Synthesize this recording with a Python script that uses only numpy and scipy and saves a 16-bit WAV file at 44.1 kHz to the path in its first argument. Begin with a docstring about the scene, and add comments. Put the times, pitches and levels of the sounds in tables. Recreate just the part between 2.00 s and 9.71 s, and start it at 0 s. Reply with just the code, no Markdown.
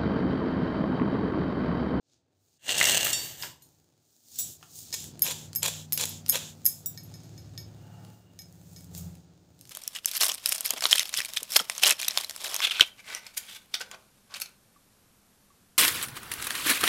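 """A kitchen, with an idling engine far outside, its hum rising and falling in level, and faint hiss. Fried
snacks slide off one steel plate onto another; then steel cutlery clinks and scrapes over a crisp crust and
fingers press it. Plates and cutlery are damped modes set off by a noise tick; crumbs and crust are sparse
clicks in coloured noise; the engine is wavering multiples of its turning rate over a roar."""
import sys
import numpy as np
from scipy import signal
from scipy.fft import rfft, irfft
from scipy.io import wavfile
from scipy.ndimage import uniform_filter1d

SR = 44100
rng = np.random.default_rng(int(sys.argv[2]) if len(sys.argv) > 2 else 0)


def put_to_file(sound):
    """Save the sound as 16-bit audio at rate SR, in the file named by the first command-line argument."""
    columns = np.atleast_2d(sound).T  # one column per channel
    safe = np.clip(columns, -1, 1)
    whole_steps = np.round(safe * 32767)
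    wavfile.write(sys.argv[1], SR, whole_steps.astype(np.int16))


def magnitude_from_level(level_db):
    """Linear magnitude for a level in decibels (20 dB per decade)."""
    exponent = np.asarray(level_db, float) / 20
    return 10 ** exponent


N = 339966

# level at which the engine hum is heard, rising and falling: t/s, level/dB
HUM_LEVEL = [(0, -99), (.1, -78), (.6, -79.5), (.7, -55), (.92, -46.5), (1.07, -51), (1.48, -55.5),
             (1.59, -66), (2.22, -78.5), (2.47, -53), (2.57, -63.5), (2.62, -63), (2.7, -64), (3.06, -48.5),
             (3.78, -47), (3.89, -49.5), (4.14, -44), (4.8, -51.5), (5.11, -47.5), (6.09, -47), (6.19, -57),
             (6.83, -52.5), (7.06, -41.5), (7.23, -59), (7.31, -56.5), (7.36, -60), (7.71, -60.5)]
# snacks sliding: t/s, level/dB, treble over level/dB
SLIDE_LEVEL = [(.58, -81.5, -14), (.64, -55, -10), (.685, -34.5, -18), (.77, -30.5, -14), (.87, -27, -6),
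               (1.03, -32, -10), (1.06, -29, -3), (1.14, -40.5, -3), (1.25, -43.5, 1.5), (1.37, -53, -2.5),
               (1.42, -47, 2), (1.445, -43.5, -1), (1.6, -71.5, -7.5), (1.62, -65, -10)]
# plate mode pitches: f/Hz
PLATE_MODES_HZ = [1717, 1910, 2050, 2706, 2795, 3335, 3680, 4328, 4570, 5572, 6130, 7251, 7740, 8340, 10140,
                  11340, 13560, 14600]
# plate modes, same order: level/dB, undamped t60/s
PLATE_MODES = [(-10, .1), (-9, .15), (-10, .12), (-6, .15), (-1, .2), (-7, .12), (-7, .35), (-16, .3),
               (-9, .4), (-5, .25), (-12, .08), (-11, .25), (-5, .2), (-11, .2), (-14, .2), (-12, .15),
               (-12, .15), (-9, .2)]


def evened(x):
    """Scales to rms 1."""
    return x / np.sqrt(np.mean(x ** 2) + 1e-20)


def read(points, hz):
    """Interpolates a spectrum table on a log-frequency axis."""
    f, value = np.transpose(points)
    return np.interp(np.log(hz + 1), np.log(f + 1), value)


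def played(rows):
    """A switch that opens fast and closes gently, and the columns of a curve over the whole length."""
    s, *columns = np.transpose(rows)
    t = np.arange(N) / SR
    on = np.interp(t, [s[0] - .004, s[0] + .004, s[-1] - .02, s[-1] + .04], [0, 1, 1, 0])
    return on, [np.interp(t, s, c) for c in columns]


def colour(x, tone, lo_hz=0, hi_hz=SR):
    """Gives x a spectrum, kept between two soft edges."""
    hz = np.fft.rfftfreq(len(x), 1 / SR) + 0.0014  # never 0
    edges = 1 / np.sqrt((1 + (lo_hz / hz) ** 8) * (1 + (hz / hi_hz) ** 8))
    return irfft(rfft(x) * magnitude_from_level(read(tone, hz)) * edges, len(x))


def grit(per_s, spread_db):
    """Sparse clicks of random sign, a few of them large."""
    size_db = spread_db * np.minimum(rng.exponential(1, N), 4)
    size = magnitude_from_level(size_db) * rng.choice([-1, 1], N)
    return evened(size * (rng.random(N) < per_s / SR))


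def fractures(per_s, spread_db, grainy):
    """Tiny breaks of about a millisecond each; the share that is not grainy is smooth hiss."""
    smear = rng.standard_normal(130) * np.exp(-np.arange(130) / 35.)
    breaks = evened(signal.oaconvolve(grit(per_s, spread_db), smear)[:N])
    return np.sqrt(grainy) * breaks + np.sqrt(1 - grainy) * rng.standard_normal(N)


def three_parts(x, tone, level_db, body_db, treble_db, lo_hz):
    """Body, middle and treble of a rubbing sound, all under one level, which is that of the middle."""
    bands_hz = [(0, lo_hz), (lo_hz, 9500), (9500, SR)]
    body, middle, treble = (evened(colour(x, tone, *band)) for band in bands_hz)
    return magnitude_from_level(level_db) * (middle + magnitude_from_level(body_db) * body + magnitude_from_level(treble_db) * treble)


def tick(hz, chance, length_s, width_oct):
    """A very short burst of noise around one pitch."""
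    t = np.arange(len(chance)) / SR
    away_oct = np.log2((np.fft.rfftfreq(len(t), 1 / SR) + 1) / hz)
    burst = irfft(rfft(chance) / (1 + (away_oct / width_oct) ** 2 + (away_oct / 3) ** 6), len(t))
    return evened(burst) * np.exp(-t / length_s) * np.minimum(t / 0.000077, 1)


def cracks(events, length_s, width_oct):
    """Short snaps without a ring."""
    out = np.zeros(N + SR)
    for s, peak_db, hz in events:
        snap = tick(hz, rng.standard_normal(3000), length_s, width_oct)
        out[round(s * SR):][:len(snap)] += magnitude_from_level(peak_db) * snap / abs(snap).max()
    return out[:N]


def struck(events, modes, tick_s, ring_db, slope_db):
    """Each blow is a tick and a ring of damped modes, weaker away from the pitch the blow favours."""
    out, t = np.zeros(N + SR), np.arange(SR // 3) / SR
    hz, db, t60 = np.transpose(modes)[:, :, None]
    for s, peak_db, centre_hz, hold in events:
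        luck, chance = rng.random((2, len(modes), 1)), rng.standard_normal(len(t))
        away_oct = np.log2(hz / centre_hz)
        # steeper above the favoured pitch; below it steeper the higher that pitch
        below = -away_oct * (centre_hz / 8000) ** 0.75
        lost_db = slope_db * np.where(away_oct > 0, 1.5 * away_oct, below)
        spot_db = db - lost_db - 4 * luck[0]  # the place of the blow also matters
        decay = magnitude_from_level(spot_db - 60 * t / (t60 * max(hold, .05)))
        ring = (decay * np.sin(2 * np.pi * (hz * t + luck[1]))).sum(0)
        ring *= np.minimum(t / 0.000071, 1) / np.linalg.norm(magnitude_from_level(spot_db))
        blow = magnitude_from_level(ring_db) * ring + tick(centre_hz, chance, tick_s, 0.45)
        out[round(s * SR):][:len(t)] += magnitude_from_level(peak_db) * blow / abs(blow).max()
    return out[:N]


def kitchen(x):
    """Room tail: sparse taps of random sign, each band dying at its own speed."""
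    # decay of the room: f/Hz, t60/s
    room_t60 = [(300, 1), (1500, 0.25), (5000, 0.32), (14000, 0.18)]
    taps = np.zeros(SR // 2)
    at = np.arange(200, len(taps) - 20, 20)
    taps[at + rng.integers(0, 20, len(at))] = rng.choice([-1., 1.], len(at))
    hz, t, z = signal.stft(taps, SR, nperseg=256)
    decay = magnitude_from_level(-60 * t / read(room_t60, hz)[:, None])
    tail = signal.istft(z * decay, SR, nperseg=256)[1]
    return signal.oaconvolve(x, tail / np.linalg.norm(tail))[:N]


def whistle():
    """Faint narrow whistle: noise through one resonance, twice."""
    # whistle loudness: t/s, level/dB
    whistle_level = [(5.75, -82), (5.85, -73), (6.3, -76.5), (6.4, -79.5)]
    centre_hz, width_hz = 2840, 143
    on, (level_db,) = played(whistle_level)
    b, a = signal.iirpeak(centre_hz, centre_hz / width_hz, SR)
    once = signal.lfilter(b, a, rng.standard_normal(N))
    return on * magnitude_from_level(level_db) * evened(signal.lfilter(b, a, once))


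def whoosh():
    """Dull coloured noise from far away."""
    # whoosh loudness: t/s, level/dB
    whoosh_level = [(5.7, -86), (5.86, -62), (6.05, -61), (6.25, -73)]
    # whoosh spectrum: f/Hz, level/dB
    whoosh_tone = [(290, -36), (500, -32), (699, 13.5), (782, -10), (845, 11.5), (994, -7), (1430, -0.5),
                   (1900, -14), (2470, -37), (4180, -120)]
    on, (level_db,) = played(whoosh_level)
    return on * magnitude_from_level(level_db) * evened(colour(rng.standard_normal(N), whoosh_tone))


def engine():
    """Wavering multiples of the turning rate over a dull roar; the mix of multiples shifts with time."""
    # engine speed: t/s, turns per second/Hz
    speed = [(0, 19.2), (4.75, 19.2), (4.95, 18), (5.3, 17.8), (5.85, 17.7), (6.15, 18.4), (6.4, 17.2),
             (7.71, 17.2)]
    # share of clean tones against roar, rising and falling: t/s, share/0-1
    clean_share = [(0, .2), (3.1, 0.54), (3.7, 0.97), (5.2, 0.89), (5.45, .5), (5.85, 0.93), (6.12, 1),
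                   (6.25, 0.86), (7.05, 1), (7.7, 0.3)]
    # mixes early, midway and late: multiple of the turning rate/1, relative level/dB
    orders_db = [
        [(1, -27), (2, -25.5), (3, -28), (4, -29.5), (5, 1), (6, -12), (7, -22), (8, 2.5), (9, -9), (10, -7.5),
         (11, -22), (12, -6), (13, -24), (14, -32.5)],
        [(1, -38.5), (2, -27), (3, -35), (4, -30.5), (5, -5.5), (6, 4.5), (7, -19.5), (8, -0.5), (9, -2.5),
         (10, -1.5), (11, -26), (12, -13.5), (13, -16.5), (14, -23.5)],
        [(1, -35.5), (2, -24.5), (3, -33), (4, -16.5), (5, 1.5), (6, -3.5), (7, 1), (8, -7), (9, -0.5),
         (10, 4.5), (11, -3.5), (12, -12), (13, -23.5), (14, -24)],
    ]
    # start and end of each of the two shifts of mix: t/s
    shifts = [4.7, 4.95, 6.15, 6.4]
    # roar spectrum: f/Hz, level/dB
    roar_tone = [(12, -52.5), (20, -26.5), (27, -28.5), (43, -31), (70, 3), (124, 6), (167, -0.5),
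                 (220, -9), (365, -3.5), (450, -30), (580, -54), (990, -120)]
    level_db = played(HUM_LEVEL)[1][0]
    clean = np.clip(played(clean_share)[1][0], 0, 1)
    turns, t = np.cumsum(played(speed)[1][0]) / SR, np.arange(N) / SR
    knots = np.arange(N // 500 + 2) * 500 / SR
    waver = evened(uniform_filter1d(rng.standard_normal((len(orders_db[0]), len(knots))), size=30))
    tones = np.zeros(N)
    for ((k, early_db), (_, mid_db), (_, late_db)), w in zip(zip(*orders_db), waver):
        db = np.interp(knots, shifts, [early_db, mid_db, mid_db, late_db]) + 2.6 * w
        tones += np.interp(t, knots, magnitude_from_level(db)) * np.sin(2 * np.pi * (k * turns + rng.random()))
    roar = evened(colour(rng.standard_normal(N), roar_tone))
    return magnitude_from_level(level_db) * (np.sqrt(clean) * evened(tones) + np.sqrt(1 - clean) * roar)


def rustle():
    """Faint hiss and handling noise that swell and fade; their low body rises and falls along with the hum."""
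    # hiss loudness: t/s, level/dB, treble over level/dB
    rustle_level = [(0, -94, -10), (.13, -69, -25), (.26, -94, -9), (.44, -82.5, 6), (.62, -70, -9),
                    (1.6, -65, -1), (1.7, -76.5, 6), (1.95, -81.5, -1.5), (2.14, -74.5, 6.5),
                    (2.22, -73.5, 4.5), (2.3, -63.5, 6.5), (2.39, -47, 0.5), (2.57, -69, 0.5),
                    (2.7, -65, 6), (2.78, -54.5, 10.5), (2.92, -56, -2.5), (3.15, -66, -8),
                    (4.8, -69.5, 3.5), (5.3, -65, -6.5), (5.7, -72.5, -0.5), (6.14, -74.5, 8.5),
                    (6.29, -82, 4), (6.45, -77, 7), (6.6, -75.5, 9.5), (6.8, -69.5, 11), (6.9, -75.5, 5),
                    (6.98, -62, 16), (7.1, -71.5, 7.5), (7.28, -75, -7), (7.5, -78.5, 1), (7.71, -70.5, 1)]
    # hiss spectrum: f/Hz, level/dB
    rustle_tone = [(150, -33), (250, -1), (367, -7.5), (845, -12.5), (988, -19), (1420, -19), (2050, -24.5),
                   (2810, -22.5), (4410, -14.5), (6820, -15.5), (10900, -33.5), (12800, -31.5),
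                   (14600, -25), (16000, -31.5)]
    level_db, treble_db = uniform_filter1d(played(rustle_level)[1], size=2000)
    # body at -61 dB where the hum is at -50 dB, 0.61 dB per dB of hum
    body_db = -61 + 0.61 * (played(HUM_LEVEL)[1][0] + 50) - level_db
    on = 1 - played(SLIDE_LEVEL)[0]  # the slide covers it
    return on * three_parts(fractures(280, 3.9, .25), rustle_tone, level_db, body_db, treble_db, 2770)


def bumps():
    """Two dull bumps: wide noise ticks."""
    # bumps: t/s, peak/dB, centre f/Hz
    bump_events = [(2.6114, -52, 400), (2.6279, -36, 1277)]
    return cracks(bump_events, length_s=.005, width_oct=1.5)


def touch():
    """The emptied plate is touched once and its modes ring."""
    # touch: t/s, peak/dB, favoured f/Hz, factor on t60/1
    touch_events = [(1.6219, -42.5, 8000, 1)]
    # modes of the emptied plate: f/Hz, level/dB, t60 at factor 1/s
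    emptied_modes = [(3760, -13, 0.16), (4180, -9, 0.16), (6110, -12, .25), (6820, -6, .1), (8770, -5, .18),
                     (11730, -3, 0.25), (12600, -6, 0.21), (14800, -6, .15)]
    return struck(touch_events, emptied_modes, tick_s=0.0032, ring_db=2, slope_db=1.1)


def tinks():
    """Thinner, higher tinks of metal, as struck modes."""
    # tinks: t/s, peak/dB, favoured f/Hz, factor on t60/1
    tink_events = [(2.357, -32, 6800, .3), (2.3875, -17, 12000, 1.15), (2.408, -21, 12000, .9),
                   (4.8596, -16, 15000, .6)]
    # thin metal modes: f/Hz, level/dB, t60 at factor 1/s
    thin_modes = [(1604, -21, .2), (3700, -12, .08), (5710, -6, .14), (7084, -8, .1), (7332, -5, .12),
                  (7800, -6, .2), (9082, -18, .15), (10900, -10, .15), (13820, -9, .15), (14910, 0, .22),
                  (15030, -1, .1)]
    return struck(tink_events, thin_modes, tick_s=0.001, ring_db=0, slope_db=3)


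def slide():
    """Crumbs skitter over the plate: a dense rattle that also keeps the plate ringing."""
    # slide spectrum: f/Hz, level/dB
    slide_tone = [(88, -45.5), (150, -10), (662, -6), (1360, -16), (1720, -4), (2550, -8.5), (2810, 2.5),
                  (5050, -4.5), (7320, 0), (10800, -16.5), (14500, -2), (16000, -25)]
    # crumbs come to rest, start and end: t/s
    sliding_stops = [1.05, 1.3]
    on, (level_db, treble_db) = played(SLIDE_LEVEL)
    moving = np.interp(np.arange(N) / SR, sliding_stops, [1, 0])
    crumbs = fractures(500, 3.5, .7 * moving ** 3 + .05)
    t = np.arange(SR // 4) / SR
    ring = np.zeros(len(t))
    for hz, (db, t60) in zip(PLATE_MODES_HZ, PLATE_MODES):
        if hz < 3500:  # the low modes answer; the food damps them
            ring += magnitude_from_level(db - 60 * t / (0.34 * t60)) * np.sin(2 * np.pi * hz * t)
    ringing = evened(signal.oaconvolve(grit(450, 1.4), ring)[:N]) * moving
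    thud_db = -7.5  # thud of the pile, over the level of the slide
    rattle = three_parts(crumbs, slide_tone, level_db, thud_db, treble_db, 1600)
    return on * (rattle + magnitude_from_level(level_db - 7.5) * ringing)


def knocks():
    """Pieces land on the plate and set off its modes."""
    # landings: t/s, peak/dB, favoured f/Hz, factor on t60/1
    knock_events = [(.6917, -14, 3033, .21), (.7438, -25, 2780, .45), (.7815, -13.5, 6900, .29),
                    (.8126, -5.5, 1967, .17), (.8324, -29, 2860, .19), (.853, -10, 6060, .21),
                    (.8694, -19, 1868, 1.3), (.8867, -16, 3610, 0.47), (.9088, -23, 3220, 0.37),
                    (.9372, -21.5, 2036, 0.55), (.943, -18.5, 2840, 0.49), (.9832, -22, 2820, .17),
                    (1.0453, -16, 14070, 0.42), (1.067, -16.5, 1660, 0.18), (1.1305, -10.5, 7100, 1.03),
                    (1.4238, -21, 4600, 0.18), (1.4344, -23.5, 1520, 0.067)]
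    modes = np.column_stack([PLATE_MODES_HZ, PLATE_MODES])
    return struck(knock_events, modes, tick_s=0.0052, ring_db=-0.5, slope_db=9)


def stroke(start_s, length_s, level_db, body_db, treble_db):
    """One stroke digs in, holds, leaves the crust and dies away; its faint tail ends abruptly."""
    rise_s, rise_db, let_go_s, let_go_db = 0.0313, -9, 0.0076, -9.5
    tail_s, tail_db_per_s = .14, -75
    end_s = start_s + length_s
    gone_s = end_s + let_go_s
    shape = [(start_s, rise_db), (min(start_s + rise_s, end_s - .004), 0), (end_s, 0),
             (gone_s, let_go_db), (gone_s + tail_s, let_go_db + tail_s * tail_db_per_s)]
    rows = []
    for s, db in shape:
        body_loss_db = min(db, 0) * (s > end_s) * 0.25  # the body dies faster
        rows.append((s, level_db + db, body_db + body_loss_db, treble_db))
    return played(rows)


def strokes():
    """The edge drags over the crust: a dense crunch through the colour of the snack."""
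    # strokes: start t/s, length/s, level/dB, body of the snack over level/dB, treble over level/dB
    stroke_events = [(2.384, .015, -38, -16, 7), (2.928, 0.018, -34.5, -7.5, -2),
                     (3.235, 0.089, -38.5, 1, -2), (3.623, .065, -34, 0.5, -5),
                     (3.974, 0.0683, -33.5, -3, -6.5), (4.322, 0.048, -36, 3.5, -4),
                     (4.651, 0.019, -49, -16.5, 11.5), (6.933, .06, -57, -14, 3)]
    # crust spectrum: f/Hz, level/dB
    crust_tone = [(220, -30), (380, -19), (500, -11.5), (620, -14.5), (818, -15.5), (957, -14),
                  (1170, -23.5), (1650, -17), (2130, -20), (2600, -8.5), (3450, 5.5), (4720, 2),
                  (7320, 12.5), (8830, -2.5), (14800, -1.5), (16000, -5.5)]
    on, columns = zip(*[stroke(*row) for row in stroke_events])
    level_db, body_db, treble_db = np.einsum("st,sct->ct", np.array(on) > 0, columns)
    grainy = np.interp(level_db, [-50, -38], [.1, .75])  # louder is grainier
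    crunch = fractures(400, 3.5, grainy)
    return sum(on) * three_parts(crunch, crust_tone, level_db, body_db, treble_db, 2260)


def crust_cracks():
    """The loudest cracks of the crust: wide, very short noise ticks."""
    # cracks: t/s, peak/dB, centre f/Hz
    crack_events = [(3.0418, -25, 6900), (3.1938, -25.5, 13150), (3.257, -24, 7260), (3.2764, -17.5, 7300),
                    (3.3104, -16, 5000), (3.5311, -29.5, 5240), (3.5513, -16.5, 12900), (3.6305, -9, 7400),
                    (3.6372, -28.5, 7520), (3.6608, -11.5, 7450), (3.6803, -16.5, 7060),
                    (3.9233, -10, 12400), (3.9761, -12, 7490), (3.9797, -23.5, 3450), (4.0118, -12.5, 7290),
                    (4.0185, -20.5, 7300), (4.055, -15.5, 6960), (4.2626, -24.5, 5000),
                    (4.2831, -23, 12800), (4.3464, -18, 2800), (4.374, -21, 3656), (6.0492, -41.5, 4150),
                    (6.4197, -38, 6520), (6.5255, -40.5, 7600), (6.7325, -40.5, 7260), (6.7846, -42, 6600),
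                    (6.8081, -37, 7200), (6.8249, -46, 7400), (6.8441, -36.5, 6800), (6.9496, -28.5, 5140),
                    (6.9643, -57, 6770), (6.978, -23.5, 14600), (7.1529, -38.5, 4600), (7.5911, -46, 7580),
                    (7.611, -33.5, 7340), (7.6534, -36.5, 5000), (7.674, -40.5, 7500), (7.6936, -30, 7450)]
    return cracks(crack_events, length_s=.0014, width_oct=1.3)


def clinks():
    """Cutlery clinks: a sharp tick and the modes of the steel."""
    # clinks: t/s, peak/dB, favoured f/Hz, factor on t60/1
    clink_events = [(2.9272, -21, 5400, 0.57), (2.9394, -24, 5240, 0.57), (3.2205, -6, 11600, 0.36),
                    (3.5591, -12, 12500, 0.53), (3.9305, -10.5, 12700, 0.36), (4.0921, -24, 12900, 0.27),
                    (4.2911, -10.5, 12400, .72), (4.2964, -3, 12200, 0.31), (4.3206, -21.5, 12550, 1),
                    (4.647, -29, 12400, 0.39), (4.6548, -5.5, 12800, 0.43), (4.6624, -1, 12800, 0.27),
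                    (4.6744, -23, 12600, 0.38), (4.9754, -28, 5270, 0.62), (5.034, -39, 13000, 0.51),
                    (5.1404, -34.5, 5600, .82), (5.2345, -42, 6460, .9), (5.3782, -40.5, 5330, 0.76),
                    (5.5774, -25.5, 5260, 0.99), (5.988, -55, 1840, .99), (6.3899, -33.5, 5410, .75),
                    (6.7629, -33, 5440, 0.95)]
    # cutlery mode pitches: f/Hz
    steel_hz = [1827, 2266, 3600, 5155, 6590, 7472, 9674, 9792, 11200, 12540, 12680, 13460, 14100]
    # cutlery modes, same order: level/dB, t60 at factor 1/s
    steel_modes = [(-9, .13), (-13, .2), (-15, .07), (-2.5, .125), (-4, .17), (-25, .1), (-13, .12),
                   (-12, .12), (-24, .1), (-2, .16), (-3, .1), (-19, .06), (-19, .06)]
    modes = np.column_stack([steel_hz, steel_modes])
    return struck(clink_events, modes, tick_s=0.0012, ring_db=-3, slope_db=6.0)


def scene():
    """Hits ring in the kitchen; rubbing and hum lie under them."""
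    hits = bumps() + touch() + tinks() + knocks() + crust_cracks() + clinks()
    room = magnitude_from_level(-6) * kitchen(hits)
    background = whistle() + whoosh() + engine() + rustle()
    return (background + room + slide() + strokes() + hits)[None]


def top_cut(x):
    """Nothing passes above the cut-off."""
    return signal.sosfilt(signal.butter(12, 16820, fs=SR, output="sos"), x)


def record(dry):
    """A small microphone with little bass and a steep drop at the top."""
    thin = signal.sosfilt(signal.butter(2, 30, "high", fs=SR, output="sos"), dry)
    under = signal.oaconvolve(thin, signal.firwin(301, 15650, fs=SR)[None], "same")
    mix = under + magnitude_from_level(-31.0) * (thin - under)  # a little is left above the drop
    return top_cut(mix)


dry = scene()
out = record(dry)
put_to_file(out)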